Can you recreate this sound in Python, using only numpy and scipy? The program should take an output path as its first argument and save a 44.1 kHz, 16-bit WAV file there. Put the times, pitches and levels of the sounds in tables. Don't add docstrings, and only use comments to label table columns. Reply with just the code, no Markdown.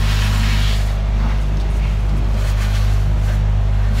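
import sys
import numpy as np
from scipy import signal
from scipy.fft import rfft, irfft
from scipy.io import wavfile

SR = 44100
rng = np.random.default_rng(int(sys.argv[2]) if len(sys.argv) > 2 else 0)


def store_pcm(level_fs):
    pcm = np.round(np.clip(level_fs, -1, 1) * 32767).astype(np.int16)
    wavfile.write(sys.argv[1], SR, np.atleast_2d(pcm).T)


N = 176400
T = np.arange(N) / SR
FREQ = np.maximum(np.arange(N // 2 + 1) * SR / N, 1)

# time_s, level_db
RUSH_LEVELS = [(0, -30.5), (.08, -28), (.19, -27.5), (.39, -29.5), (.48, -27), (.67, -30.5), (.76, -33),
               (.82, -36.5), (1.0, -43.5), (1.13, -43.5), (1.2, -40), (1.33, -38.5), (1.5, -44.5),
               (1.9, -43), (2.28, -45.5), (2.49, -33.5), (2.55, -41), (2.62, -35), (2.7, -36),
               (2.77, -33.5), (2.95, -38.5), (3.12, -46.5), (3.3, -39.5), (3.45, -45.5), (3.65, -48.5),
               (3.92, -44.5), (4.0, -30)]
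# pitch_hz, relative_db
RUSH_TONE = [(250, -23), (600, -13), (1100, 0.5), (1800, 1.5), (2500, 1.5), (3200, -0.5), (4300, -3),
             (4900, -8.5), (5600, -7.5), (7000, -17.5), (8200, -25), (15500, -26.5)]
# time_s, level_db
SPRAY_LEVELS = [(0, -42), (.07, -41.5), (.25, -37), (.5, -40.5), (.77, -41.5), (.94, -47.5), (.99, -62),
                (1.43, -57), (1.48, -55), (1.67, -59), (1.77, -45.5), (1.81, -58), (1.91, -51), (1.98, -55),
                (2.26, -57), (2.31, -51.5), (2.5, -38.5), (2.55, -55), (2.62, -38), (2.69, -45.5),
                (2.76, -43.5), (2.93, -45), (3.17, -55.5), (3.27, -44.5), (3.35, -45.5), (3.43, -63),
                (3.92, -54.5), (3.98, -40.5)]
# pitch_hz, relative_db
SPRAY_TONE = [(1500, -25), (4000, 0), (7200, 4), (8100, -1.5), (9800, 0.5), (10500, -6.5), (12300, -2),
              (15500, -11.5)]
# middle_s, fade_s, pitch_hz, width_hz, rise_octaves_per_s, level_db
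SLURP_POCKETS = [(.105, 0.051, 1070, 450, 0.12, -33), (.11, .04, 2780, 2000, 0.056, -30.5),
                 (.2, 0.2, 5500, 1200, 0, -43.5), (.345, 0.094, 1090, 400, 0.2, -33.5),
                 (.51, .09, 2296, 700, 0.88, -31), (.67, .1, 3143, 1010, 0.96, -29.5),
                 (1.26, .09, 1014, 278, .7, -33.5), (1.32, .04, 1640, 550, 1, -39),
                 (1.42, .025, 6500, 3490, 0, -49), (1.61, .014, 3750, 1300, 0.12, -38.5),
                 (1.71, 0.011, 9400, 1500, 0, -50), (1.855, .04, 2430, 700, 0.021, -38.5),
                 (2.178, 0.014, 6800, 3200, 0.76, -47.5), (2.41, 0.1, 585, 90, 0, -39.5),
                 (2.625, 0.05, 1780, 1300, 0, -32.5), (2.763, 0.037, 2780, 2200, 0.048, -34.5),
                 (2.85, .2, 565, 130, 0.012, -43), (3.298, 0.023, 590, 35, .43, -33),
                 (3.305, 0.047, 1640, 300, 0.066, -37), (3.853, 0.13, 1300, 800, 0.054, -40)]
# start_s, strike_db, pitch_hz
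GRIT_HITS = [(1.087, -42, 12000), (1.5705, -26, 4270), (1.6, -27, 3600), (2.0937, -24.5, 3900),
             (2.245, -30, 4200), (2.3433, -28, 4200), (2.3772, -27, 4200), (2.622, -29, 3020)]
# time_s, level_db
BOOM_LEVELS = [(0, -38), (.3, -33), (.66, -31), (.85, -43), (1.1, -40.5), (1.18, -36.5), (1.3, -30.5),
               (1.4, -37), (2.05, -48.5), (2.39, -30.5), (2.52, -43.5), (3.2, -38), (3.6, -46.5),
               (3.9, -35.5)]
# middle_s, fade_s, pitch_hz, width_hz, rise_octaves_per_s, level_db
GULP_POCKETS = [(1.55, 0.129, 324, 80, 0.072, -40), (1.765, .018, 288, 150, 0.074, -35.5),
                (2.15, .045, 174, 70, 0.96, -30), (2.205, .032, 273, 70, 1.96, -35.5)]
# time_s, level_db
RUMBLE_LEVELS = [(0, -44), (1.1, -33), (1.45, -31.5), (1.7, -28), (2.0, -30.5), (2.2, -26.5), (2.4, -33.5),
                 (2.9, -38), (3.12, -28.5), (3.6, -35.5), (4, -36)]
# pitch_hz, relative_db
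RUMBLE_TONE = [(25, -24), (60, -1), (90, -2), (160, -3.5), (220, -24), (330, -16), (600, -44), (1500, -65)]
# time_s, first_db, second_db, third_db
DRONE_LEVELS = [(0.12, -16, -22, -29.5), (0.32, -16.5, -20.5, -31), (0.6, -16, -22, -28.5),
                (0.75, -16.5, -24.5, -33.5), (1.81, -17, -29.5, -32), (2.76, -16.5, -21, -36.5),
                (3.17, -16, -21.5, -28), (3.85, -16.5, -21, -34)]
# multiple_of_firing_rate, level_db
ENGINE_OVERTONES = [(4, -39), (7, -53.5), (8, -48.5), (10, -51.5), (11, -53.5), (12, -48), (13, -50),
                    (14, -50.5), (16, -50.5), (19, -54.5)]
# pitch_hz, relative_db
BLOWER_TONE = [(25, 2.5), (80, 13), (170, 5), (290, -4.5), (420, 1), (700, 1.5), (1200, -1.5), (2200, -8.5),
               (3300, -12), (4900, -22.5), (6500, -21.5), (8200, -28), (9800, -33), (10600, -39.5),
               (15500, -44)]


def suction(tone, levels):
    return shape_tone(wet_noise(), tone) * gain(curve(levels))


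def wet_noise(drops_per_s=3600, drop_share=0.43, scatter_db=2.5, flutter_db=0.96):
    hits = rng.random(N) < drops_per_s / SR
    sizes = gain(scatter_db * np.minimum(rng.exponential(size=N), 4))
    drops = hits * np.sign(noise()) * sizes
    mix = np.sqrt(1 - drop_share) * noise() + np.sqrt(drop_share) * normalize(drops)
    return mix * gain(flutter_db * wander(27))


def air_pockets(rows):
    out, water = np.zeros(N), wet_noise()
    for middle, fade, hz, width, rise, db in rows:
        near = np.abs(T - middle) < 3 * fade
        t = T[near] - middle
        pocket = resonate(np.roll(water, rng.integers(N)), hz, width)[near]
        shift_hz = hz * 2 ** (rise * t) - hz
        slide = np.exp(2j * np.pi * np.cumsum(shift_hz) / SR)
        swell = np.exp(-(t / fade) ** 2)
        ring = swell * np.real(signal.hilbert(pocket) * slide)
        out[near] += ring * gain(db) * np.sqrt(np.sum(swell ** 2) / np.sum(ring ** 2))
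    return out


def grit(width_hz=1400, fade_s=0.0035):
    out = np.zeros(N)
    for start, db, hz in GRIT_HITS:
        strike = gain(db) * (T >= start) * np.exp(-np.abs(T - start) / fade_s)
        out += resonate(strike * noise(), hz, width_hz)
    return out


def shaft_echoes(sound, ring_s=0.14, echo_db=-4.5, moves_per_s=2):
    t, echoes = T[:SR // 4], 0
    for position in range(9):
        walls = rng.standard_normal(len(t)) * gain(-60 * t / ring_s)
        walls /= np.sqrt(np.sum(walls ** 2))
        blend = np.cos(np.pi / 2 * np.clip(T * moves_per_s - position, -1, 1))
        echoes += blend * signal.fftconvolve(sound, walls)[:N]
    return (sound + gain(echo_db) * echoes) / np.hypot(1, gain(echo_db))


def shaft_boom(pitch_hz=222, width_hz=34):
    boom = resonate(resonate(noise(), pitch_hz, width_hz), pitch_hz, width_hz)
    return normalize(boom) * gain(curve(BOOM_LEVELS))


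def hose_rumble():
    return shape_tone(noise(), RUMBLE_TONE) * gain(curve(RUMBLE_LEVELS))


def engine(phase, bass_lead_rad=1.79, hose_hz=676, hose_width_hz=57.7):
    out = np.zeros(N)
    for k in (1, 2, 3):
        tone = np.sqrt(2) * np.cos(k * phase + bass_lead_rad * (k == 1))
        out += tone * gain(curve(DRONE_LEVELS, column=k) + 0.54 * wander(3.9))
    ring_db = 8 * np.exp(-((T - 0.92) / 0.28) ** 2)
    for k, db in ENGINE_OVERTONES:
        closeness = np.exp(-((k * FIRING_HZ - hose_hz) / hose_width_hz) ** 2)
        offset = rng.uniform(0, 2 * np.pi) * (1 - closeness) + 0.34 * wander(7.7)
        tone = np.sqrt(2) * np.cos(k * phase + offset)
        out += tone * gain(db + closeness * ring_db + 2 * wander(2.06))
    return out


def blower(phase, level_db=-34, throb=0.07):
    return gain(level_db) * shape_tone(noise() * (1 + throb * np.cos(phase)), BLOWER_TONE)


def gain(db):
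    return 10 ** (np.asarray(db) / 20)


def normalize(x):
    return x / np.std(x)


def curve(rows, column=1):
    rows = np.array(rows)
    return np.interp(T, rows[:, 0], rows[:, column])


def noise():
    return rng.standard_normal(N)


def wander(rate_hz):
    return normalize(irfft(rfft(noise()) * np.exp(-(FREQ / rate_hz) ** 2) * (FREQ > 1), N))


def shape_tone(x, points):
    hz, db = np.array(points).T
    return normalize(irfft(rfft(x) * gain(np.interp(np.log(FREQ), np.log(hz), db)), N))


def resonate(x, hz, width):
    return irfft(rfft(x) / (1 + .5j * hz / width * (FREQ / hz - hz / FREQ)) ** 2, N)


FIRING_HZ, SPEED_WAVER = 50.65, 0.0027


def scene(spray_in_shaft=0.93):
    phase = 2 * np.pi * np.cumsum(FIRING_HZ * (1 + SPEED_WAVER * wander(4.4))) / SR
    rush = suction(RUSH_TONE, RUSH_LEVELS)
    spray = suction(SPRAY_TONE, SPRAY_LEVELS)
    in_shaft = rush + spray_in_shaft * spray + air_pockets(SLURP_POCKETS) + grit()
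    nozzle = shaft_echoes(in_shaft) + (1 - spray_in_shaft) * spray
    truck = engine(phase) + blower(phase)
    return (nozzle + truck + hose_rumble() + shaft_boom() + air_pockets(GULP_POCKETS))[None]


def record(dry, top_hz=15700):
    return signal.sosfilt(signal.ellip(12, .1, 90, top_hz, fs=SR, output="sos"), dry)


dry = scene()
out = record(dry)
store_pcm(out)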